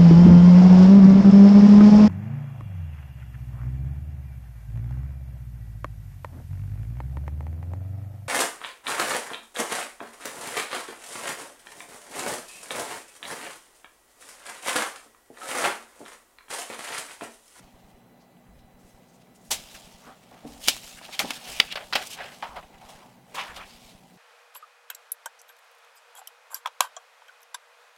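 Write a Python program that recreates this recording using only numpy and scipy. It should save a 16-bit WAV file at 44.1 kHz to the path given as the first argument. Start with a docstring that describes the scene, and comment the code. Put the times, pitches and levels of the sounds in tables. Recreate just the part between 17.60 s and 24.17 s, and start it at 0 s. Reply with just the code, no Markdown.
"""In a small room, large paper sheets are lifted, flapped and swapped on a desk.
Buckles snap as shaped bursts of noise; flapping and sliding are noises with swelling levels.
Ticks, thumps and hollow flaps of paper are noise through a resonance; bumps ring the desk as fading sines.
A fan hums as coloured noise with faint whining tones.
A pattern of low electrical pulses returns about every second."""
import sys
import numpy as np
from scipy import signal
from scipy.fft import rfft, irfft, next_fast_len
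from scipy.io import wavfile
from scipy.ndimage import uniform_filter1d, map_coordinates

SR = 44100
rng = np.random.default_rng(int(sys.argv[2]) if len(sys.argv) > 2 else 0)


def to_linear_factor(level_db):
    """Convert decibel levels (scalar or array-like) to linear amplitude factors."""
    exponent = np.asarray(level_db, float) / 20
    return 10 ** exponent


def int16_out(signal):
    """Quantize to a 16-bit WAV file."""
    q = np.round(np.clip(np.atleast_2d(signal).T, -1, 1) * 32767)
    wavfile.write(sys.argv[1], SR, q.astype(np.int16))


N = 289888  # length in samples

# Colour of the fan's air noise: (frequency [Hz], relative level per Hz [dB])
FAN_COLOUR = [(20, -32.5), (45, -19.5), (90, -25.5), (120, -5), (238, -5.5), (309, -12), (760, -13),
              (900, -18), (1700, -26.5), (3700, -33), (5400, -35.5), (15800, -34.5)]
# Tones of the fan's whine: (frequency [Hz], rms level [dB])
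WHINE_TONES = [(60, -77), (120, -75), (183, -66), (240, -66.5), (786, -73), (1992, -77), (3978, -81.5),
               (5970, -88)]
# Electrical pulses of one round, a quick burst and then a slower tick: (time after the round's start [s])
PULSE_TIMES = [0, .018, .039, .055, .072, .102, .154, .255, .356, .455]
# Colour of the low flutter of a sheet: (frequency [Hz], relative level per Hz [dB])
FLUTTER_COLOUR = [(280, -11), (480, -3.5), (750, 4), (950, -1.5), (1250, -10), (1900, -46)]
# Colour of a dull rub of paper: (frequency [Hz], relative level per Hz [dB])
RUB_COLOUR = [(700, -29.5), (1150, -2), (1700, 0.5), (2500, -1.5), (3400, -7), (5000, -39.5)]
# Colour of a brighter scrape of paper: (frequency [Hz], relative level per Hz [dB])
SCRAPE_COLOUR = [(1600, -14), (2250, 1), (3000, 5.5), (4000, 3), (5200, -0.5), (7500, -23.5)]
# Colour of the fine hiss of paper: (frequency [Hz], relative level per Hz [dB])
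HISS_COLOUR = [(3500, -15.5), (5500, -5), (8000, -6), (11000, -10.5), (16000, -19)]
# Sheets kept moving in the hands: (time [s], flutter level [dB], scrape level [dB])
HANDLING_LEVELS = [(0, -60.5, -65), (.25, -65.5, -72), (.8, -68.5, -102), (1.35, -66.5, -73.5),
                   (1.89, -69.5, -77.5), (1.96, -58, -51), (2.3, -58.5, -58.5), (2.43, -63, -60.5),
                   (2.6, -62.5, -66.5), (2.85, -60, -65), (3.03, -55.5, -58), (3.4, -63.5, -58),
                   (3.6, -58, -54), (3.8, -60, -63), (4.3, -58, -55.5), (4.4, -53.5, -57.5),
                   (4.75, -56, -56.5), (5.15, -58.5, -67.5), (5.33, -53, -59), (5.62, -66.5, -75),
                   (5.74, -57, -62.5), (5.85, -53, -56), (6.1, -57.5, -65.5), (6.57, -65.5, -68)]
# A loose sheet flaps or brushes the desk:
# (peak time [s], flutter level [dB], rub over flutter [dB], swell by 10 dB [ms], fade by 10 dB [ms])
FLAP_STROKES = [(2.146, -60, 13, 1, 25), (2.485, -49, -18, 35, 47), (2.716, -51.5, -10.5, 3, 118),
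                (2.858, -50, -24, 30, 69), (3.12, -49.5, -7, 15.5, 52), (3.27, -62, 2, 146.5, 100),
                (3.385, -59.5, 10, 22, 19), (3.44, -54, 1, 36, 52), (3.49, -47.5, -2, 6, 15),
                (3.54, -54.5, 6, 32, 40), (3.66, -42, -5, 20, 37), (3.7, -48, 2.5, 18, 51),
                (3.77, -54, 4, 50, 44), (3.89, -47, -3.5, 75, 170), (4.04, -46.5, 4.5, 22, 14),
                (4.095, -69, 18, 39.5, 25), (4.13, -48, 4.5, 4, 17), (4.212, -48.5, 2, 22, 32),
                (4.38, -40.5, 1.5, 25, 62), (4.6, -42, 2, 26, 57), (4.65, -47.5, 0, 33, 100),
                (4.855, -47.5, -6, 16, 54), (4.978, -44.5, -3.5, 35, 21), (5.155, -54, -2, 22, 10),
                (5.297, -60, -1, 14, 40), (5.795, -44, 8, 31.5, 60), (5.905, -50.5, 6, 35, 32),
                (6.011, -56, 11.5, 60, 48)]
# One sheet is drawn over another:
# (peak time [s], scrape level [dB], hiss over scrape [dB], swell by 10 dB [ms], fade by 10 dB [ms])
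DRAG_STROKES = [(.3, -73, 4, 33, 20), (.994, -68, -4, 27, 23), (1.205, -74, 6.5, 17, 53),
                (1.29, -76, 12, 64, 58), (1.615, -66.5, -2.5, 25, 30), (1.76, -73, 10.5, 18, 40),
                (1.87, -72, 11, 70, 50), (2.15, -53, 3.5, 27, 45), (2.872, -58, 2.5, 11, 129),
                (3.064, -46.5, 5.5, 49, 33), (3.12, -39.5, -5.5, 28, 55), (3.28, -50.5, 2.5, 201, 82),
                (3.38, -53.5, 4.5, 34, 14), (3.455, -48.5, -5, 40, 25), (3.54, -40.5, -6.5, 33, 42),
                (3.63, -40.5, -4.5, 30, 108), (3.755, -43, -1.5, 81, 37), (3.862, -46, -12.5, 47.5, 69),
                (3.94, -45, 3.5, 118, 114.5), (4.122, -50, -11.5, 19.5, 2), (4.41, -44, -3.5, 55.5, 70),
                (4.47, -45.5, 2, 48, 26), (4.51, -43, 1.5, 10.5, 22), (4.538, -43, -1, 28, 18),
                (4.6, -48, -18.5, 30, 34.5), (4.642, -47, -21, 16, 26), (4.976, -51, -13, 22, 23),
                (5.292, -49.5, -1, 7.5, 22), (5.752, -42.5, -0.5, 3.5, 35), (5.795, -40, -9, 22.5, 45),
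                (5.969, -46.5, -6, 22, 32.5), (6.11, -54, -4, 120, 70), (6.248, -54.5, -3.5, 88, 105.5)]
# Pitched paper strokes, such as ticks, thumps and hollow flaps:
# (peak time [s], level [dB], stroke pitch [Hz], swell by 10 dB [ms], fade by 10 dB [ms])
PITCHED_STROKES = [(.615, -67, 4750, 15, 37), (1.5, -65, 6500, 16, 10), (1.55, -65, 7000, 25, 24),
                   (2.488, -50, 1240, 58, 47), (3.062, -39.5, 3080, 27, 32), (3.084, -20, 3010, -0.5, 10),
                   (3.385, -50, 1890, -4, 13), (3.555, -51, 2820, 26, 28), (3.6, -23.5, 2530, 4, 4),
                   (3.648, -30, 585, 2, 6.5), (3.652, -39, 207, 23, 21), (3.97, -43.5, 2700, 112, 52),
                   (4.0006, -8, 2373, 1, 3), (4.018, -35.5, 2500, 20, 12), (4.08, -46, 2700, 40, 40),
                   (4.121, -32.5, 2920, 14, 13.5), (4.2, -47.5, 670, 33, 66), (4.53, -45, 2930, 25, 45),
                   (4.6, -40, 744, 24, 19), (4.829, -27.5, 930, 1.5, 11.5), (4.842, -38.5, 1000, 7, 38),
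                   (4.91, -46.5, 930, 40, 70), (4.976, -39, 1040, 12, 25), (5.23, -51, 777, 22, 57),
                   (5.42, -54, 840, 60, 93), (5.785, -32.5, 1024, 22, 44), (5.797, -34, 2600, 24, 34),
                   (5.86, -45.5, 910, 40, 52), (5.9, -47, 1500, 19, 30), (6.014, -43, 1120, 44, 20)]
# Buckling snaps and slaps:
# (time [s], crack level [dB], boom over crack [dB], crispness over crack [dB], crack's 60 dB fade [s])
SNAP_EVENTS = [(1.904, -36.5, 3.5, 9, 0.21), (1.9075, -25.5, -43, 3.5, .18), (2.145, -48, -15.5, -5, 0.21),
               (2.637, -51, -16, -2, 0.013), (2.711, -50.5, -6, -5, 0.024), (3.0746, -23.5, -17, 3, 0.051),
               (3.0836, -8.5, -24.5, 2.5, .016), (3.086, -21, -23, 1.5, .11), (3.165, -34.5, -7, 2, 0.019),
               (3.4134, -47, 11, -13, .025), (3.4897, -54.5, 16, -8, .05),
               (3.592, -12.5, -23.5, -2.5, 0.018), (3.595, -22.5, -5, -3, 0.13),
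               (3.7053, -17.5, -14.5, -6, 0.018), (3.708, -33, -9.5, -10, 0.091),
               (4.0007, 2, -26, -21.5, .012), (4.004, -26.5, -4.5, -18, 0.049),
               (4.1241, -22.5, -24, -13, 0.021), (4.1549, -23, -11, -23, 0.058),
               (4.171, -29, -4, -19.5, 0.078), (4.206, -38.5, 0, -15, .05),
               (4.3261, -18.5, -9.5, -21, 0.016), (4.331, -17.5, -12.5, -22.5, 0.061),
               (4.352, -13, -10.5, -15.5, .079), (4.47, -40, -18, 7.5, 0.024),
               (4.825, -24.5, -4, -19, 0.0096), (4.827, -34, -6, -25.5, 0.15),
               (4.961, -35, -1, -16.5, 0.079), (5.026, -45.5, 4, -16.5, 0.068), (5.289, -58, 16, 1, .076),
               (5.743, -37, 1, -4, 0.11), (5.963, -40, -1.5, -10.5, 0.11)]
# Soft bumps on the desk top; a small ring time is a dead knock, a large one rings on:
# (time [s], level [dB], contact time [s], ring time relative to the table of tones [ratio])
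BUMP_EVENTS = [(2.469, -40.5, 0.0032, 0.83), (2.72, -50.5, 0.0037, 1.1), (2.848, -30, 0.0024, 1.2),
               (2.899, -40, .005, 2), (3.077, -25, 0.0041, 0.43), (3.641, -21.5, 0.005, 0.33),
               (3.685, -37.5, .005, 1.2), (3.9978, -24.5, 0.00064, 0.041), (4.353, -29, 0.0024, 0.36)]
# Ringing tones of the desk top: (frequency [Hz], level [dB], usual 60 dB fade [s])
DESK_TONES = [(70, -13, .03), (154.2, -9, .08), (243.4, -3.5, 0.19), (285, -2.5, 0.12), (455, -1.5, 0.047),
              (706, -11.5, 0.069)]
# How long the walls' answer lasts: (frequency [Hz], 60 dB fade [s])
WALL_FADES = [(200, .5), (1000, 0.076), (4000, 0.2), (12000, 0.35)]


def unit(x):
    """Scales a signal to rms 1."""
    return x / np.sqrt(np.mean(x ** 2) + 1e-20)


def along(points, hz):
    """Reads (frequency, value) points on a logarithmic frequency axis."""
    f, v = np.transpose(points)
    return np.interp(np.log(hz + 1), np.log(f + 1), v)


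def wobble(rate):
    """Draws a smooth random curve through `rate` random points a second."""
    knots = rng.standard_normal(int(N * rate / SR) + 4)
    return map_coordinates(knots, [np.arange(N) * rate / SR])


def filtered(x, response):
    """Multiplies the spectrum of x by a response that depends on frequency."""
    m = next_fast_len(N + SR // 2)
    return irfft(rfft(x, m) * response(np.fft.rfftfreq(m, 1 / SR)), m)[..., :N]


def rush(spectrum, patchy_db):
    """Makes coloured noise of rms 1, with random louder and softer patches in time and pitch."""
    z = signal.stft(rng.standard_normal(N), nperseg=512)[2]
    patches = uniform_filter1d(rng.standard_normal(z.shape), 6, 0)
    patches = uniform_filter1d(patches, 6, 1)
    noise = signal.istft(z * to_linear_factor(patchy_db * unit(patches)), nperseg=512)[1][:N]
    return unit(filtered(noise, lambda hz: to_linear_factor(along(spectrum, hz))))


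def stroke_db(t, swell_ms, fade_ms):
    """Gives the dB under the peak, t seconds from it: a swell, a rounded top, a fade."""
    ms = 1000 * t
    edge = 1.5  # over 1 rounds the top of a stroke and steepens its ends
    return -10 * np.maximum(-ms / max(swell_ms, .5), ms / max(fade_ms, 3)) ** edge


def strokes(rows, steady_db, steady_over_db):
    """Gives the levels of two layers: a steady share plus strokes that swell and fade, added as power."""
    t = np.arange(N) / SR
    first = to_linear_factor(2 * steady_db)
    second = to_linear_factor(2 * (steady_db + steady_over_db))
    for peak_s, db, over_db, swell, fade in rows:
        power = to_linear_factor(2 * (db + stroke_db(t - peak_s, swell, fade)))
        first = first + power
        second = second + power * to_linear_factor(2 * over_db)
    return np.sqrt(first), np.sqrt(second)


def fan():
    """Steady air noise with tones that waver slightly in level and phase."""
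    t = np.arange(N) / SR
    tones = np.zeros(N)
    for hz, db in WHINE_TONES:
        level = to_linear_factor(db + 0.7 * wobble(26)) * np.sqrt(2)  # a sine's peak is sqrt(2) times its rms
        tones += level * np.sin(2 * np.pi * hz * t + 0.8 * wobble(20))
    return to_linear_factor(-58) * rush(FAN_COLOUR, patchy_db=2.04) + tones


def pulses():
    """Each pulse dips for some milliseconds; coupling that blocks the lows makes it overshoot and settle."""
    first_round_s, round_s = -.108, 1.001  # the first round has begun before the start
    dip_db, centre_s = -46.5, .02
    out = np.zeros(N + 3 * SR)  # one spare second in front
    t = np.arange(SR // 10) / SR
    dip = -np.exp(-((t - centre_s) / 0.0042) ** 2)
    for start in np.arange(first_round_s, N / SR, round_s):
        for s in PULSE_TIMES:
            i = round((start + s - centre_s + 1) * SR)
            out[i:][:len(t)] += to_linear_factor(dip_db) * dip
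    return filtered(out[SR:SR + N], lambda hz: 1j * hz / (1j * hz + 12))


def slide():
    """Sheets flap and paper drags over paper: fibres catch in clumps, and tiny creases tick."""
    t = np.arange(N) / SR
    s, flutter_db, scrape_db = np.transpose(HANDLING_LEVELS)
    # steady handling holds the rub 5 dB under the flutter and the hiss 0.5 dB under the scrape
    flutter_level, rub_level = strokes(FLAP_STROKES, np.interp(t, s, flutter_db), -5)
    scrape_level, hiss_level = strokes(DRAG_STROKES, np.interp(t, s, scrape_db), -0.5)
    creases = (rng.random(N) < 60 / SR) * rng.exponential(1, N)  # about 60 a second
    ticks = signal.lfilter([1], [1, -np.exp(-1 / (0.00086 * SR))], creases)  # each dies in about 1 ms
    catch = unit(to_linear_factor(1.1 * wobble(60) + 1.5 * wobble(300)) + .5 * ticks)
    flutter = flutter_level * to_linear_factor(0.36 * wobble(30)) * rush(FLUTTER_COLOUR, patchy_db=1.5)
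    rub = rub_level * rush(RUB_COLOUR, patchy_db=1.8)
    scrape = scrape_level * rush(SCRAPE_COLOUR, patchy_db=1.8)
    hiss = hiss_level * rush(HISS_COLOUR, patchy_db=1.8)
    return flutter + catch * (rub + scrape + hiss)


def pitched_strokes():
    """Ticks, thumps and hollow flaps of paper: each is noise through one resonance, applied twice."""
    width = 0.55  # of one pass of the resonance, as a share of its pitch
    out = np.zeros(N + 2 * SR)
    t = np.arange(-SR // 2, SR // 2) / SR
    f = np.fft.rfftfreq(len(t), 1 / SR)
    for peak_s, db, hz, swell, fade in PITCHED_STROKES:
        damping = 1j * f * hz * width
        resonance = damping / (hz * hz - f * f + damping)
        noise = irfft(rfft(rng.standard_normal(len(t))) * resonance ** 2, len(t))
        shape = to_linear_factor(stroke_db(t, swell, fade))
        # each stroke spends a set energy, however its noise falls
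        even_out = np.linalg.norm(shape) / np.linalg.norm(shape * noise)
        out[round(peak_s * SR):][:len(t)] += to_linear_factor(db) * shape * noise * even_out
    return out[SR // 2:][:N]


def snaps():
    """A buckle lets go: the sheet booms, cracks and hisses with one sharp start."""
    out = np.zeros(N + SR)
    t = np.arange(SR // 3) / SR
    colours = (FLUTTER_COLOUR, RUB_COLOUR, SCRAPE_COLOUR, HISS_COLOUR)
    boom, dull, sharp, crisp = (np.pad(rush(c, patchy_db=0.0), (0, SR)) for c in colours)
    for s, db, boom_db, crisp_db, t60 in SNAP_EVENTS:
        i = round(s * SR)
        cut = slice(i, i + len(t))
        onset = 1 - np.exp(-t / max(0.033 * t60, 1e-4))  # rises in a small share of the fade time
        life = max(t60, 4e-3)
        # the more the sheet booms and the less crisp it is, the lower its crack
        slack = 0.085 / (1 + to_linear_factor(crisp_db + 6.5)) + 0.99 / (1 + to_linear_factor(-boom_db - 6.5))
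        crack = slack * dull[cut] + (1 - 1.2 * slack) * sharp[cut]
        # large bending waves outlast the fine crackle
        ring = to_linear_factor(boom_db - 60 * t / (0.82 * life)) * boom[cut]
        ring += to_linear_factor(-60 * t / life) * crack
        ring += to_linear_factor(crisp_db - 60 * t / (0.68 * life)) * crisp[cut]
        # each snap spends a set energy, however its noise falls
        due = np.sum(to_linear_factor(-120 * t / life) * onset ** 2)
        due *= 1 + to_linear_factor(2 * boom_db) + to_linear_factor(2 * crisp_db)
        burst = onset * ring
        out[cut] += to_linear_factor(db) * burst * np.sqrt(due / np.sum(burst ** 2))
    return filtered(out[:N], lambda hz: (1j * hz / (1j * hz + 120)) ** 2)  # thins out the lows


def bumps():
    """A hand or a stack of sheets lands and the desk top rings low; a longer contact softens the start."""
    out = np.zeros(N + SR)
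    t = np.arange(SR // 3) / SR
    for s, db, contact, ring_ratio in BUMP_EVENTS:
        scatter_db = rng.normal(0, 2, len(DESK_TONES))  # each bump stirs the tones differently
        ring = np.zeros(len(t))
        for (hz, level, t60), extra_db in zip(DESK_TONES, scatter_db):
            fade = to_linear_factor(level + extra_db - 60 * t / (ring_ratio * t60))
            ring += fade * np.sin(2 * np.pi * hz * t)
        out[round(s * SR):][:len(t)] += to_linear_factor(db) * ring * (1 - np.exp(-t / contact))
    return out[:N]


def room(x):
    """The walls answer with a noise tail in which each frequency dies at its own speed."""
    hz, t, z = signal.stft(rng.standard_normal(SR // 2), SR, nperseg=256)
    fade = to_linear_factor(-60 * t / along(WALL_FADES, hz)[:, None])
    tail = signal.istft(z * fade, SR, nperseg=256)[1]
    late = np.pad(x, (200, 0))  # the answer comes 200 samples late
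    return signal.fftconvolve(late, tail / np.linalg.norm(tail))[:N]


def scene():
    """Paper and desk in the room, over the fan and the pulses."""
    struck = pitched_strokes() + snaps() + bumps()
    return (fan() + pulses() + slide() + struck + to_linear_factor(-19) * room(struck))[None]


def roll_off(x):
    """The treble ends steeply here."""
    return signal.sosfilt(signal.butter(12, 16330, fs=SR, output="sos"), x)


def record(dry):
    """Peaks beyond full scale are clipped flat."""
    mix = np.clip(dry, -1, 1)
    return roll_off(mix)


dry = scene()
out = record(dry)
int16_out(out)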